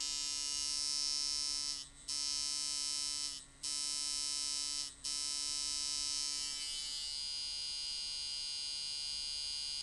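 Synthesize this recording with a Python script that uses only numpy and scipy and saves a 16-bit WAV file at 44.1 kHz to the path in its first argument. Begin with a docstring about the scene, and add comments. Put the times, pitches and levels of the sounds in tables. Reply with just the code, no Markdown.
"""In a small, quiet room, a hand-held coil tattoo machine buzzes. Its armature bar hits the coil cores
about 144 times a second; each impact excites the steel frame's resonances, and the swinging mass hums.
Three times a thumb presses on the bar, which slows until only its spring ticks on the contact screw.
Then the microphone swings away to a shelf, through shifting echoes. Ventilation rumbles underneath."""
import sys
import numpy as np
from scipy import signal
from scipy.fft import rfft, irfft, next_fast_len
from scipy.io import wavfile
from scipy.ndimage import uniform_filter1d, map_coordinates

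SR = 44100
rng = np.random.default_rng(int(sys.argv[2]) if len(sys.argv) > 2 else 0)


def store_pcm(level_fs):
    """Save levels as 16-bit WAV."""
    pcm = np.round(np.clip(level_fs, -1, 1) * 32767).astype(np.int16)
    wavfile.write(sys.argv[1], SR, np.atleast_2d(pcm).T)


N = 433062

# Stroke rate of the free bar, one list for each run between presses: t/s, f/Hz
FREE_RATE = [
    [(0.0, 144.4), (0.612, 143.8), (0.646, 144.2), (1.53, 144.2)],
    [(2.15, 144.2), (2.17, 143.9), (3.05, 144.2)],
    [(3.7, 144.2), (4.58, 144.2)],
    [(5.1, 144.2), (6.64, 144.1), (9.8, 144.5)],
]
# Base level of the buzz in the same runs: t/s, strike level/dB, treble level/dB
FREE_LEVEL = [
    [(0.03, -40, -47), (0.39, -41, -47), (0.896, -38, -45), (1.054, -37, -48), (1.52, -39, -47)],
    [(2.15, -40, -46), (2.276, -38, -48), (2.606, -40, -45), (3.05, -40, -45)],
    [(3.7, -41, -44), (4.58, -40, -45)],
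    [(5.1, -40, -45), (5.19, -41, -45), (6.19, -39, -46), (6.57, -43, -49), (7.34, -42, -55),
     (9.8, -42, -54)],
]
# Thumb presses: touch t/s, lean t/s, stall t/s, release t/s, held stroke f/Hz, treble flutter level/dB
PRESSES = [(1.54, 1.705, 1.819, 2.09, 140.8, 12), (3.06, 3.255, 3.377, 3.641, 138.9, 0),
           (4.59, 4.805, 4.876, 5.051, 140.5, 8)]
# Sputters of the contact: t/s, half length/s, roughness/1
SPUTTERS = [(.28, .025, .2), (.42, 0.044, .3), (.55, .03, 0.3), (.75, .025, 0.28), (6.15, .03, .2),
            (7.62, .06, 0.22), (7.88, .035, .5), (7.98, .02, .4), (8.33, .05, 0.64)]
# Microphone path: t/s, distance moved/m, place/1 (0 first, 1 tilted, 2 settled grip, 3 swing, 4 shelf)
MIC_PATH = [(0, 0.02, 0), (.24, .002, 0), (.55, 0.087, 0.43), (.8, .14, 1), (1.7, .15, 1.24),
            (2.7, 0.15, 2), (6.1, 0.13, 2), (6.3, 0.16, 2.03), (6.5, 0.3, 2.5), (6.7, 0.43, 3.5),
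            (6.9, 0.598, 3.5), (7.2, 0.74, 4), (7.5, 0.76, 4), (9.82, .785, 4)]
# Spectra that the frame radiates to those five places: f/Hz, relative level/dB
FIRST_TONE = [(2250, -47), (2450, -23), (3050, -4), (3400, -19.5), (4000, -19.5), (4800, -7), (5350, 1),
              (5900, -19), (7000, -10), (8000, -21), (9300, -26), (10400, -33), (11100, -30), (12100, -55)]
TILTED_TONE = [(2250, -49.5), (2450, -17), (3100, -23.5), (3900, -17.5), (4700, -6), (5350, -1),
               (5900, -7.5), (7100, -15), (8300, -11), (10400, -19.5), (11100, -30), (12100, -38)]
HELD_TONE = [(2250, -49), (2450, -12.5), (2750, -14.5), (3100, -12), (3350, -16.5), (3950, -11), (4750, -4),
             (5350, 0), (5900, -5.5), (7050, -12), (7950, -7), (9300, -14), (10400, -16.5), (12100, -38)]
SWING_TONE = [(1500, -36), (1900, -16), (2500, -12.5), (3000, -3.5), (3500, -11), (4100, -7.5),
              (4800, -1.5), (5400, -3.5), (6000, -13), (7000, -11), (9500, -17), (10500, -19), (12100, -39)]
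SHELF_TONE = [(2250, -49), (2450, -23), (3050, -10), (3650, -18), (4100, -13.5), (4850, -0.5),
              (5300, -16.5), (5950, -26), (6500, -18), (7600, -22.5), (8450, -17.5), (9000, -23.5),
              (10300, -24.5), (11100, -37), (12100, -51)]
# Spectra of the frame under the thumb and of the spring on the screw: f/Hz, relative level/dB
LEANING_TONE = [(2250, -46), (2700, -18), (3050, -16), (3500, -16.5), (4700, -3), (5350, -1), (6000, -12),
                (6700, -6.5), (7200, -15), (8300, -10.5), (10400, -13), (12100, -36)]
SPRING_TONE = [(2200, -28), (3000, -11.5), (3750, 3.5), (4400, -2.5), (5300, -8.5), (6300, -7), (7500, -14),
               (8200, 0), (8800, -9), (9600, -22), (11000, -42), (12500, -57)]
# Rebounds and near reflections after each strike: delay/ms, gain/1
FIRST_ECHO = [(0.487, 0.75), (1.162, -0.22), (2.15, 0.51), (2.249, 0.36), (3.271, -0.17), (4.55, 0.29)]
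HELD_ECHO = [(0.821, -0.14), (0.945, 0.051), (1.286, 0.21), (1.451, -0.12), (1.733, 0.16), (2.048, 0.16),
             (2.266, 0.29), (2.44, -0.19)]
SHELF_ECHO = [(0.957, 0.19), (1.688, 0.43), (1.951, -0.29), (3.002, -0.34), (3.335, -0.21), (4.103, 0.12),
              (4.254, -0.2), (4.458, 0.11)]
# How far the frame's bending waves fall out of step: f/Hz, phase spread/rad
PHASE_SPREAD = [(2400, 0.85), (4000, 0.67), (5400, 0.44), (6500, .62), (8000, 1.45), (9800, 1.3),
                (11000, .2)]
# Hum of the swinging bar and frame: harmonic number/1, relative level/dB
HELD_HUM = [(1, -15.5), (2, 0.5), (3, -11.5), (4, -11), (5, -8.5), (6, -11.5), (7, 1), (8, -14.5), (9, 2),
            (10, -12), (11, -8), (12, -4), (13, -12), (14, -1), (15, 1), (16, -4.5)]
SHELF_HUM = [(1, -11), (2, -13), (3, -15.5), (4, -19.5), (5, -15), (6, -1), (7, -4), (8, -8.5), (9, -16),
             (10, -1), (11, -8), (12, -28), (13, -13), (14, -2.5), (15, -0.5), (16, 2.5)]
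PRESSED_HUM = [(1, -2), (2, -1.5), (7, -11), (8, -8.5), (10, -9), (13, -7), (14, -5), (15, -7)]
# Reverberation time of the room: f/Hz, T60/s
ROOM_T60 = [(300, 0.23), (3000, 0.26), (6000, 0.32), (12000, 0.094)]
# Noise spectrum of the room: f/Hz, relative level/dB
ROOM_NOISE = [(12, -15.5), (27, 0.5), (40, -13.5), (70, -13), (120, -18.5), (250, -22.5), (500, -26),
              (1000, -28), (2000, -31), (5000, -31.5), (10000, -35), (12500, -58)]

TOUCH_S, LEAN_S, STALL_S, RELEASE_S = .1, .055, .028, .021  # how long each stage of a press takes to come in
SETTLE_AFTER_S, SETTLE_S, LIFT_S = .05, .045, .032  # the stalled bar settles, then stirs before release
TOUCH_DB, LEAN_DB, STALL_DB, SETTLE_DB = -1.5, -4.5, -14.5, -12  # what each stage takes from the strike
TOUCH_TREBLE_DB, LEAN_TREBLE_DB, SETTLE_TREBLE_DB = -1.8, -8.5, -13
FLUTTER_AT, FLUTTER_WIDTH = .7, .2  # the spring's swell: centre and half width as shares of the stall
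FLUTTER_STRIKE = .65  # share of the flutter level that enters the strike band
GRIP_HZ = .35  # a light touch stiffens the spring and speeds the bar
DRAG_S, DRAG_HZ = .11, 4.5  # the leaning thumb slows the bar this fast and this far
STUMBLE_AFTER_S, STUMBLE_S, STUMBLE_HZ = .035, .035, 5.2  # further dip once the bar misses the cores
FLARE_DB, FLARE_S = 2.2, .025  # the bar strikes harder as the thumb begins to lean
WANDER_PER_S, WANDER_HZ, WANDER_DB = 10, .04, .12  # the contact is never quite even
SPUTTER_SAG_HZ = 1.2  # stroke rate lost at full roughness
STRIKE_GAIN_DB, SHELF_TREBLE_DB = .1, 1.5
RIPPLE_DB, RIPPLE_M = .7, .018  # standing waves: depth, spacing
SOUND_SPEED_M_S, TOP_HZ = 343, 12500


def armature(cycles, thumb, place):
    """Impact excitation: the bar's blows on the cores ring the frame; a stall leaves only the spring."""
    rough = np.clip(0.33 * thumb + sputtering(), 0, 1)
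    even = blows(cycles, jitter_us=0.97, scatter_db=0.25)
    uneven = blows(cycles, jitter_us=25, scatter_db=0.5)
    strikes = dispersed((1 - rough) * even + rough * uneven, lead_ms=0.23)
    views = [(FIRST_TONE, FIRST_ECHO), (TILTED_TONE, HELD_ECHO), (HELD_TONE, HELD_ECHO),
             (SWING_TONE, HELD_ECHO), (SHELF_TONE, SHELF_ECHO)]
    free = sum(share * unit(ring(strikes, *view)) for share, view in zip(shares(place), views))
    loaded = unit(ring(strikes, LEANING_TONE, HELD_ECHO)) - bar_ring(strikes, thumb)
    leaning = np.clip(1.1 * thumb, 0, 1)
    clack = (1 - leaning) * free + leaning * loaded
    stalled = thumb ** 4
    return (1 - stalled) * clack + stalled * spring_tick(strikes, cycles)


def drive():
    """Damping of a driven oscillator: the thumb touches, leans on, stalls and releases the bar."""
    rate, = curves(np.concatenate(FREE_RATE))
    strike_db, treble_db = curves(np.concatenate(FREE_LEVEL))
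    force_db = WANDER_DB * wobble(WANDER_PER_S)
    rate = rate + WANDER_HZ * wobble(WANDER_PER_S) - SPUTTER_SAG_HZ * sputtering() ** 2
    strike_db += STRIKE_GAIN_DB + force_db
    treble_db += force_db
    thumb = np.zeros(N)
    for touch_s, lean_s, stall_s, release_s, held_hz, flutter_db in PRESSES:
        held = (1 - ramp(release_s - RELEASE_S * 2 / 3, RELEASE_S)) ** 2
        touch = held * ramp(touch_s, TOUCH_S)
        lean = held * ramp(lean_s, LEAN_S)
        drag = held * ramp(lean_s, DRAG_S)
        stall = held * ramp(stall_s, STALL_S)
        settle = ramp(stall_s + SETTLE_AFTER_S, SETTLE_S) * (1 - ramp(release_s - LIFT_S, LIFT_S))
        length = release_s - stall_s
        flutter = flutter_db * swell(stall_s + FLUTTER_AT * length, FLUTTER_WIDTH * length)
        stumble = STUMBLE_HZ * swell(stall_s + STUMBLE_AFTER_S, STUMBLE_S)
        rate = (1 - stall) * (rate + GRIP_HZ * touch - DRAG_HZ * drag) + stall * (held_hz - stumble)
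        thumb += (1 - stall) * (.05 * touch + .3 * lean + .3 * drag) + .98 * stall
        strike_db += TOUCH_DB * touch + LEAN_DB * lean + STALL_DB * stall + SETTLE_DB * settle
        strike_db += FLUTTER_STRIKE * flutter + FLARE_DB * swell(lean_s, FLARE_S)
        treble_db += TOUCH_TREBLE_DB * touch + LEAN_TREBLE_DB * drag + SETTLE_TREBLE_DB * settle + flutter
    return rate, np.clip(thumb, 0, 1), strike_db, treble_db


def strokes(rate):
    """Phase, in strokes, is the integral of rate; the bar starts a fresh cycle at each release."""
    cycles = np.cumsum(rate) / SR
    for _, _, _, release_s, _, _ in PRESSES:
        lag = (cycles[round(release_s * SR)] + .5) % 1 - .5
        cycles = cycles - lag * ramp(release_s - LIFT_S, LIFT_S)
    return cycles


def sputtering():
    """Intermittent contact: how unevenly the circuit closes, from 0 to 1."""
    return sum(size * swell(s, half) for s, half, size in SPUTTERS)


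def blows(cycles, jitter_us, scatter_db):
    """A quasi-periodic impulse train: scatter in time and force puts noise between the harmonics."""
    at = np.interp(np.arange(1, int(cycles[-1])), cycles, np.arange(N))
    chance = rng.standard_normal((len(at), 2))
    at = at + chance[:, 0] * jitter_us * SR / 1e6
    taps = at.astype(int)[:, None] + np.arange(-7, 9)
    offset = taps - at[:, None]
    pulses = np.sinc(offset) * np.sinc(offset / 8)  # a windowed sinc can fall between samples
    force = amp(scatter_db * chance[:, 1:])
    return np.bincount(taps.ravel(), (pulses * force).ravel(), N)[:N]


def dispersed(x, lead_ms):
    """Dispersion of bending waves: treble arrives first, and scattering in the frame draws it out."""
    def response(hz):
        knots = rng.standard_normal(SR // 300 + 4)
        scatter = map_coordinates(knots, [hz / 170])
        chirp = np.pi * lead_ms / 1000 * (hz - 5000) ** 2 / 5000
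        return np.exp(1j * (chirp + along(PHASE_SPREAD, hz) * scatter))
    return filtered(x, response)


def ring(x, tone, echoes=(), size=4096):
    """Resonance: x excites a minimum-phase body with this spectrum, followed by short echoes."""
    hz = np.fft.rfftfreq(size, 1 / SR)
    cepstrum = irfft(np.log(amp(along(tone, hz))))
    cepstrum[1:size // 2] *= 2  # folding the cepstrum makes the response causal
    cepstrum[size // 2 + 1:] = 0
    paths = 1 + sum(gain * np.exp(-2j * np.pi * hz * ms / 1000) for ms, gain in echoes)
    impulse_response = irfft(np.exp(rfft(cepstrum)) * paths)[:size // 2]
    return signal.oaconvolve(x, impulse_response)[:N]


def bar_ring(strikes, thumb, light_hz=3350, loaded_hz=2950, q=14):
    """Mass loading: under the thumb the bar's resonance gives way to a lower one."""
    load = np.clip((thumb - .25) / .4, 0, 1)
    light, heavy = (unit(signal.lfilter(*signal.iirpeak(hz, q, fs=SR), strikes))
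                    for hz in (light_hz, loaded_hz))
    return amp(-13) * ((1 - load) * light + load * heavy)


def spring_tick(strikes, cycles):
    """Impact and friction: the front spring ticks and scrapes on the contact screw once a cycle."""
    scrape = rng.standard_normal(N) * (1 + np.cos(2 * np.pi * cycles))
    return unit(ring(unit(strikes) + 0.26 * unit(scrape), SPRING_TONE, HELD_ECHO))


def at_levels(x, strike_db, treble_db, crossover_hz=7000):
    """Amplitude envelopes: the main ring and its treble are each levelled, then given their own level."""
    def steady(band):
        power = uniform_filter1d(uniform_filter1d(band * band, size=612), size=612)  # about two strokes
        return band / np.sqrt(np.abs(power) + 1e-12)
    low = filtered(x, lambda hz: 1 / (1 + (hz / crossover_hz) ** 24))
    return amp(strike_db) * steady(low) + amp(treble_db) * steady(x - low)


def hum(cycles, thumb, place, lag_s=.018):
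    """Forced vibration: the swinging mass shakes the frame at harmonics of the stroke rate."""
    def harmonics(orders, size=4096):
        turn = np.arange(size) / size
        wave = unit(sum(amp(db) * np.sin(2 * np.pi * (round(k) * turn + rng.random()))
                        for k, db in orders))
        return wave[(cycles * size).astype(int) % size]
    pole = np.exp(-1 / (lag_s * SR))
    thumb = signal.lfilter([1 - pole], [1, -pole], thumb)  # the low swing lags behind the thumb
    away = np.clip((place - 2) / 1.85, 0, 1)
    held = np.sqrt(1 - away) * amp(-58.0) * harmonics(HELD_HUM)
    shelf = np.sqrt(away) * amp(-64.5) * harmonics(SHELF_HUM)
    pressed = np.clip(14 * thumb, 0, 1) * amp(-67.5) * harmonics(PRESSED_HUM)
    return (1 - thumb) * (held + shelf) + pressed


def knocks(mode_hz=1015, rise_s=.008, t60_s=.16):
    """Damped free vibration: the first stroke after each press kicks the frame's low mode."""
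    t = np.arange(SR // 4) / SR
    envelope = amp(-56 - 60 * t / t60_s) * (1 - np.exp(-t / rise_s))
    knock = envelope * np.sin(2 * np.pi * mode_hz * t)
    out = np.zeros(N)
    for _, _, _, release_s, _, _ in PRESSES:
        out[round(release_s * SR):][:len(t)] += knock
    return out


def reflections(x, metres, count=8):
    """Interference: echo paths off floor and furniture change with movement, so the overtones flutter."""
    out = np.zeros(N)
    fine = signal.resample_poly(x, up=4, down=1)
    grid = np.linspace(0, N, len(fine), endpoint=False)
    for slant, delay_s in zip(np.linspace(-1, 1, count), rng.uniform(.006, .02, count)):
        emitted = np.arange(N) - SR * (delay_s + slant * metres / SOUND_SPEED_M_S)
        out += np.interp(emitted, grid, fine)
    return out / np.sqrt(count)


def reverberation(x):
    """Absorption: the room's diffuse field decays exponentially, the highest treble first."""
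    hz, t, spectra = signal.stft(rng.standard_normal(SR // 2), SR, nperseg=256)
    decay = amp(-60 * t / along(ROOM_T60, hz)[:, None])
    tail = signal.istft(spectra * decay, SR, nperseg=256)[1]
    return signal.oaconvolve(x, tail / np.linalg.norm(tail))[:N]


def room_tone(drone_hz=52):
    """Broadband and narrowband noise: ventilation rumble, faint hiss and a low drone."""
    air = unit(filtered(rng.standard_normal(N), lambda hz: amp(along(ROOM_NOISE, hz))))
    drone = unit(filtered(rng.standard_normal(N), lambda hz: 1 / (1 + ((hz - drone_hz) / 4) ** 2)))
    return amp(-62.5) * air + amp(-69.5) * drone


def amp(db):
    """Amplitude ratio of a level in decibels."""
    return 10 ** (np.asarray(db) / 20)


def unit(x):
    """Normalisation to rms 1."""
    return x / np.sqrt(np.mean(x ** 2) + 1e-20)


def along(points, hz):
    """Interpolation of (f/Hz, value) points on a logarithmic frequency axis."""
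    f, v = np.transpose(points)
    return np.interp(np.log(hz + 1), np.log(f), v)


def curves(rows):
    """Linear interpolation of each column after t/s, one value per sample."""
    times, *columns = np.transpose(rows)
    return [np.interp(np.arange(N) / SR, times, column) for column in columns]


def filtered(x, response):
    """Linear filtering: the spectrum of x times a frequency response."""
    size = next_fast_len(N + SR // 2, real=True)
    return irfft(rfft(x, size) * response(np.fft.rfftfreq(size, 1 / SR)), size)[:N]


def shares(place):
    """Equal-power crossfade: the gains of the five places along the path."""
    return [np.sqrt(np.clip(1 - np.abs(place - k), 0, 1)) for k in range(5)]


def ramp(start_s, length_s):
    """Linear rise from 0 to 1."""
    return np.clip((np.arange(N) / SR - start_s) / length_s, 0, 1)


def swell(centre_s, half_s):
    """Bell-shaped envelope of height 1."""
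    u = np.minimum(((np.arange(N) / SR - centre_s) / half_s) ** 2, 9)
    return np.exp(-u * np.sqrt(u))


def wobble(knots_per_s):
    """Slow random modulation: a spline through Gaussian knots."""
    knots = rng.standard_normal(512)
    at = np.linspace(0, N, 4096)
    return np.interp(np.arange(N), at, map_coordinates(knots, [at * knots_per_s / SR], mode="mirror"))


def scene():
    """Superposition of the machine, its echoes and the room's noise at the moving microphone."""
    rate, thumb, strike_db, treble_db = drive()
    cycles = strokes(rate)
    metres, place = curves(MIC_PATH)
    sway_m = 0.0034 * wobble(3)  # the hands are never quite still
    clack = armature(cycles, thumb, place)
    # in mid-swing the microphone points away, hears more of the echoes and crosses standing waves
    turned, at_shelf = shares(place)[3:]
    clack = clack + (amp(-13) + amp(-3.5) * turned) * reflections(clack, metres + sway_m)
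    standing_waves = map_coordinates(rng.standard_normal(128), [metres / RIPPLE_M], mode="mirror")
    ripple_db = RIPPLE_DB * turned * standing_waves
    buzz = at_levels(clack, strike_db + ripple_db, treble_db + ripple_db + SHELF_TREBLE_DB * at_shelf)
    tail = amp(-18) * reverberation(buzz)
    return (buzz + tail + hum(cycles, thumb, place) + knocks() + room_tone())[None]


def record(dry):
    """Band limiting: an ideal low-pass filter passes nothing above TOP_HZ."""
    return filtered(dry[0], lambda hz: hz < TOP_HZ)[None]


dry = scene()
out = record(dry)
store_pcm(out)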